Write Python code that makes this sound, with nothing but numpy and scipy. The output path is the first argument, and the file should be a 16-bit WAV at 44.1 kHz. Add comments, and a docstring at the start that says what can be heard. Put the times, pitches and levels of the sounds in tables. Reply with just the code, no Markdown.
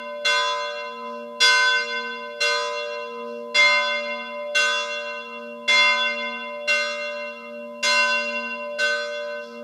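"""A tower bell swings above a narrow stone alley; the clapper strikes its two sides in turn.
Its partials are decaying sines; near lip, far lip and wall echoes interfere as the mouth turns, so they waver.
Each blow also sets off a clang between the walls, made of noise bands that die at their own rates.
Steady noise bands make the far town and air; short swells of grainy hiss make the headstock's rasp."""
import sys
import numpy as np
from scipy import signal
from scipy.io import wavfile

SR = 44100
rng = np.random.default_rng(int(sys.argv[2]) if len(sys.argv) > 2 else 0)


def file_out(sig):
    """Save sig as 16-bit WAV at sys.argv[1]."""
    # one column per channel
    cols = np.atleast_2d(sig).T
    # limit, then scale
    lim = np.clip(cols, -1, 1)
    pcm = np.round(lim * 32767).astype(np.int16)
    wavfile.write(sys.argv[1], SR, pcm)


N = 424683

# clapper blows, forward and backward in turn: t/s, strength/dB, brightness/(dB per octave),
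# ring level 0.5 s after the blow/dB x4 (hum, prime, tierce, nominal),
# far-lip phase shift/cycles x4 (same partials), favour of the four loudest upper partials/dB x4
BLOWS = [(-.75, 0, 0, -45, -44.5, -34.5, -36.5, -.02, 0, 0, 0, 3, 1, -3, 1),
         (.248, 2, -.5, -44, -42, -37, -34, .06, 0, .04, -.12, -1, 1, 0, 1),
         (1.402, 2, 1.5, -47.5, -36.5, -39.5, -35, .15, 0, 0, -.04, 3, 0, -3, 0),
         (2.404, 1, .5, -43.5, -36, -36, -36.5, .03, 0, 0, -.05, -2, -1, -2, -1),
         (3.544, 1, -2.5, -45.5, -45.5, -32, -36.5, 0, 0, 0, -.01, -3, 3, -2, 2),
         (4.547, 2, .5, -44, -44, -38, -39, -.06, 0, 0, -.01, -1, -1, 2, 1),
         (5.678, 1, -2, -43.5, -43, -35, -35.5, -.05, 0, 0, -.03, -1, 2, 0, 2),
         (6.675, -1, 0, -43, -48, -36, -43.5, -.13, 0, 0, .11, -1, 4, 2, -3),
         (7.828, 0, .5, -42, -43, -33.5, -36, -.05, 0, 0, 0, 1, -5, 4, -5),
         (8.785, -3, 0, -41.5, -42.5, -35, -45.5, -.01, 0, 0, .12, 5, -3, -1, 1)]
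# hum, prime, tierce, nominal: f/Hz, t60/s, rise/s, range of phase knock/cycles, shimmer exponent/1,
# then for far lip and for wall echo: level/dB, phase/cycles, path swing/ms, swing lag/cycles
LONG_PARTIALS = [(234.8, 13.3, .07, .05, .2, -7.05, -.23, -1.74, .13, -4.06, .07, 1.93, .14),
                 (475, 7.7, .012, 1, .3, -3.13, -.09, -.71, .18, -3.57, -.3, .61, .3),
                 (588.4, 11, .012, 1, .3, 1.4, .5, .8, .6, -4.27, -.11, .75, .12),
                 (1012.3, 4.7, .055, 1, .3, .03, .1, -.79, .1, -2.93, .43, .54, .09)]
# upper partials: f/Hz, forward-blow level/dB, backward-blow level/dB, t60/s
UPPER_PARTIALS = [(729, -51, -55, 8), (1234, -33, -32, 2), (1298, -42, -38, 2.4), (1524.6, -22, -28, 2),
                  (1595, -43, -35, 1.9), (1935, -44, -46, 1.4), (2013, -42, -48, 1.4),
                  (2105, -20, -29, 1.7), (2220, -46, -50, 1.5), (2411, -42, -47, 2), (2575, -40, -45, 1.3),
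                  (2747, -22, -29, 2.5), (2834, -42, -46, 1.5), (2945, -39, -50, 1.5),
                  (3290, -37, -36, 1.6), (3427, -23, -30, 1.8), (3766, -42, -37, 1.3),
                  (4064, -42, -44, 1.2), (4134, -27, -30, 1.5), (4224, -37, -42, 1.4),
                  (4738, -42, -48, 1.2), (4859, -26, -36, 1.4), (5050, -41, -46, 1.2),
                  (5594, -35, -38, 1.3), (5720, -43, -46, 1.2), (6302, -38, -40, 1.3),
                  (6488, -43, -47, 1.2), (7018, -42, -45, 1.2), (7267, -49, -53, 1.1),
                  (7460, -50, -54, 1.1), (7720, -49, -53, 1.1)]
# upper partials that depend on the spot hit: f/Hz
LOUDEST_HZ = [1524.6, 2105, 2747, 3427]
# ways from moving bronze to ear: level/dB, mean path/ms, path swing/ms, swing lag/cycles
PATHS = [(0, 0, .8, .1), (-3, 21.7, -.7, .12), (-6, 34.3, .3, .3), (-8, 47.1, -.25, .4),
         (-9, 13.9, 1.1, .22)]
# trend of the small partials: f/Hz, mean forward-blow level/dB, t60/s
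CROWD = [(1900, -56, .7), (3500, -52, .8), (5500, -47, 1.1), (8000, -51.5, 1.0), (11000, -63, .75),
         (15000, -80, .55)]
# clang between the walls: f/Hz, level per half-octave band/dB, t60/s
CLANG = [(60, -75, .3), (150, -63, .5), (400, -51, .5), (1200, -40, .3), (2500, -32, .26), (5000, -34, .26),
         (8000, -46, .35), (11000, -55, .35), (15000, -68, .3)]
# far town and air: f/Hz, level per half-octave band/dB
TOWN = [(25, -92), (60, -90), (115, -88), (175, -60), (300, -76), (800, -81), (2000, -82), (4500, -72),
        (8000, -77), (15000, -76)]
# headstock rasps: t/s, length/s, peak level/dB
RASPS = [(1.03, .25, -58), (3.24, .25, -60), (5.35, .2, -64), (7.3, .2, -68), (9.4, .25, -54)]
# rasp passband edges: f/Hz
RASP_BAND_HZ = (4000, 5700)

STEP_SAMPLES = 64  # spacing of slow curves
RISE_S = .009  # build-up by walls and tower arch
SHIMMER_DB, SHIMMER_HZ = -13, 22
BRIGHT_REF_HZ = 2500
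BASS_CUT_HZ, TREBLE_CUT_HZ = 110, 15350


def amp(db):
    """Decibels to gain."""
    return 10 ** (np.asarray(db) / 20)


def fall_db(age_s, t60_s):
    """Exponential decay: 60 dB lost per t60."""
    return 60 * age_s / t60_s


def at_hz(rows, hz):
    """Table columns interpolated on a log-frequency axis."""
    f_hz, *columns = np.transpose(rows)
    return [np.interp(np.log(hz), np.log(f_hz), column) for column in columns]


def slow_time():
    """Times/s of the slow-curve points."""
    return np.arange(N // STEP_SAMPLES + 2) * STEP_SAMPLES / SR


def full(slow):
    """Slow curve interpolated to every sample."""
    return np.interp(np.arange(N) / STEP_SAMPLES, np.arange(len(slow)), slow)


def since_blow():
    """Index of the latest blow and seconds since it."""
    times_s = np.array(BLOWS)[:, 0]
    latest = np.searchsorted(times_s, slow_time()) - 1
    return latest, slow_time() - times_s[latest]


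def swing(lag_cycles):
    """Lip position, -1 to 1: a cosine of one cycle per two blows."""
    marks_s = np.array(BLOWS)[1::2, 0]
    before_s = 2 * marks_s[0] - marks_s[1]
    after_s = 2 * marks_s[-1] - marks_s[-2]
    marks_s = np.r_[before_s, marks_s, after_s]
    cycles = np.interp(slow_time(), marks_s, np.arange(len(marks_s)))
    return np.cos(2 * np.pi * (cycles - lag_cycles))


def risen(slow, rise_s=RISE_S):
    """One-pole lag that rounds the jumps of a slow curve."""
    pole = np.exp(-STEP_SAMPLES / SR / rise_s)
    return signal.lfilter([1 - pole], [1, -pole], slow, zi=[pole * slow[0]])[0]


def shimmer():
    """Blur by scattered echoes: one plus slow complex noise."""
    pole = np.exp(-2 * np.pi * SHIMMER_HZ * STEP_SAMPLES / SR)
    white = [1, 1j] @ rng.standard_normal((2, len(slow_time())))
    noise = signal.lfilter([1], [1, -2 * pole, pole * pole], white)
    return 1 + amp(SHIMMER_DB) * noise / noise.std()


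def sines(hz, slow):
    """Sum of sines whose sizes and phases follow slow complex curves, one row each."""
    inside = np.arange(STEP_SAMPLES)
    turn = 2j * np.pi * np.array(hz)[:, None]
    slow = np.array(slow)
    start = np.exp(turn * slow_time()[:-1])
    block = np.exp(turn * inside / SR)
    held = (slow[:, :-1] * start).T @ block
    ramp = (np.diff(slow) * start).T @ (block * inside / STEP_SAMPLES)
    return (held + ramp).real.ravel()[:N]


def bandpass(noise, edges_hz):
    """Band of noise at rms 1."""
    sos = signal.butter(2, edges_hz, "band", fs=SR, output="sos")
    band = signal.sosfilt(sos, noise)
    return band / band.std()


def noise_bands():
    """Centres/Hz and half-octave bands at rms 1, cut from two noises in turn."""
    white = rng.standard_normal((2, N))
    edges_hz = 22 * 2 ** np.arange(0, 9.7, .5)
    for k, (low, high) in enumerate(zip(edges_hz, edges_hz[1:])):
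        yield np.sqrt(low * high), bandpass(white[k % 2], [low, high])


def long_partials():
    """Blows add to or choke the lasting ring; near lip, far lip and wall echo interfere."""
    rings = []
    latest, age_s = since_blow()
    left_db = np.transpose(BLOWS)[3:7]
    shift_cycles = np.transpose(BLOWS)[7:11]
    for k, (hz, t60_s, rise_s, knock_cycles, blur, *ways) in enumerate(LONG_PARTIALS):
        level = amp(left_db[k][latest] - fall_db(age_s - .5, t60_s))
        knock = np.exp(2j * np.pi * knock_cycles * rng.random(len(BLOWS)))[latest]
        far_lip, echo = [
            amp(db) * np.exp(2j * np.pi * (phase_cycles + hz * path_ms / 1000 * swing(lag_cycles)))
            for db, phase_cycles, path_ms, lag_cycles in np.reshape(ways, (2, -1))]
        far_lip = far_lip * risen(np.exp(2j * np.pi * shift_cycles[k][latest]), rise_s)
        ring = risen(level * knock, rise_s)
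        rings.append(ring * (1 + far_lip + echo) * shimmer() ** blur)
    return sines(np.array(LONG_PARTIALS)[:, 0], rings)


def crowd_modes(count):
    """Small partials scattered over 1.9-15.2 kHz; backward blows excite them 4 dB less."""
    hz = 1900 + (np.arange(count) + rng.random(count)) / count * 13300
    db, t60_s = at_hz(CROWD, hz)
    db = db + rng.normal(0, 3.5, count)
    return list(zip(hz, db, db - 4, t60_s))


def upper_partials(crowd_count):
    """Strong and small upper partials, rung anew at each blow, interfere along moving paths."""
    rings = []
    latest, age_s = since_blow()
    modes = UPPER_PARTIALS + crowd_modes(crowd_count)
    times_s, strength_db, bright = np.array(BLOWS)[:, :3].T
    count = len(times_s)
    backward = np.arange(count) % 2
    favour_db = np.array(BLOWS)[:, -len(LOUDEST_HZ):]
    gains = amp(np.array(PATHS)[:, 0])
    paths_s = np.array([mean_ms + path_ms * swing(lag_cycles)
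                        for _, mean_ms, path_ms, lag_cycles in PATHS]) / 1000
    # no two swings are quite alike
    paths_s = paths_s + rng.normal(0, 1.5e-5, (len(PATHS), count))[:, latest]
    for hz, forward_db, backward_db, t60_s in modes:
        db = np.where(backward, backward_db, forward_db) + strength_db
        db = db + bright * np.log2(hz / BRIGHT_REF_HZ)
        db = db + favour_db @ np.isclose(hz, LOUDEST_HZ, rtol=.004)
        db = db + rng.normal(0, 1.0, count)
        blows = amp(db) * np.exp(2j * np.pi * rng.random(count))
        ring = risen(blows[latest] * amp(-fall_db(age_s, t60_s)))
        interference = gains @ np.exp(2j * np.pi * hz * paths_s)
        rings.append(ring * interference * shimmer())
    return sines(np.array(modes)[:, 0], rings)


def clang():
    """Noise between the walls: bursts at each blow, dies band by band."""
    latest, age_s = since_blow()
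    strength_db, bright = np.array(BLOWS)[latest, 1:3].T
    out = np.zeros(N)
    for hz, band in noise_bands():
        db, t60_s = at_hz(CLANG, hz)
        octaves = max(np.log2(hz / BRIGHT_REF_HZ), -.4)
        blow_db = strength_db - 4.0 * (latest % 2) + bright * octaves  # backward blows 4 dB weaker
        out += band * full(risen(amp(db + blow_db - fall_db(age_s, t60_s))))
    return out


def town():
    """Far town and air: steady noise weighted band by band."""
    return sum(band * amp(at_hz(TOWN, hz)[0]) for hz, band in noise_bands())


def rasp():
    """Dry rub of the headstock: band-passed grainy hiss swells fast and fades."""
    grains = rng.standard_normal(N) * rng.exponential(1, N)
    t_s = slow_time()
    level = np.zeros(len(t_s))
    for start_s, length_s, db in RASPS:
        knots_s = [start_s, start_s + .04, start_s + .6 * length_s, start_s + length_s]
        level += amp(db) * np.interp(t_s, knots_s, [0, 1, .7, 0])
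    return bandpass(grains, RASP_BAND_HZ) * full(level)


def scene():
    """Bell, walls, town and headstock summed at one microphone."""
    bell = long_partials() + upper_partials(crowd_count=90)
    return (bell + clang() + town() + rasp())[None]


def record(dry):
    """Microphone: gentle deep-bass cut, steep treble cut."""
    bass_cut = signal.butter(2, BASS_CUT_HZ, "high", fs=SR, output="sos")
    treble_cut = signal.ellip(10, .5, 60, TREBLE_CUT_HZ, fs=SR, output="sos")
    return signal.sosfilt(treble_cut, signal.sosfilt(bass_cut, dry))


dry = scene()
out = record(dry)
file_out(out)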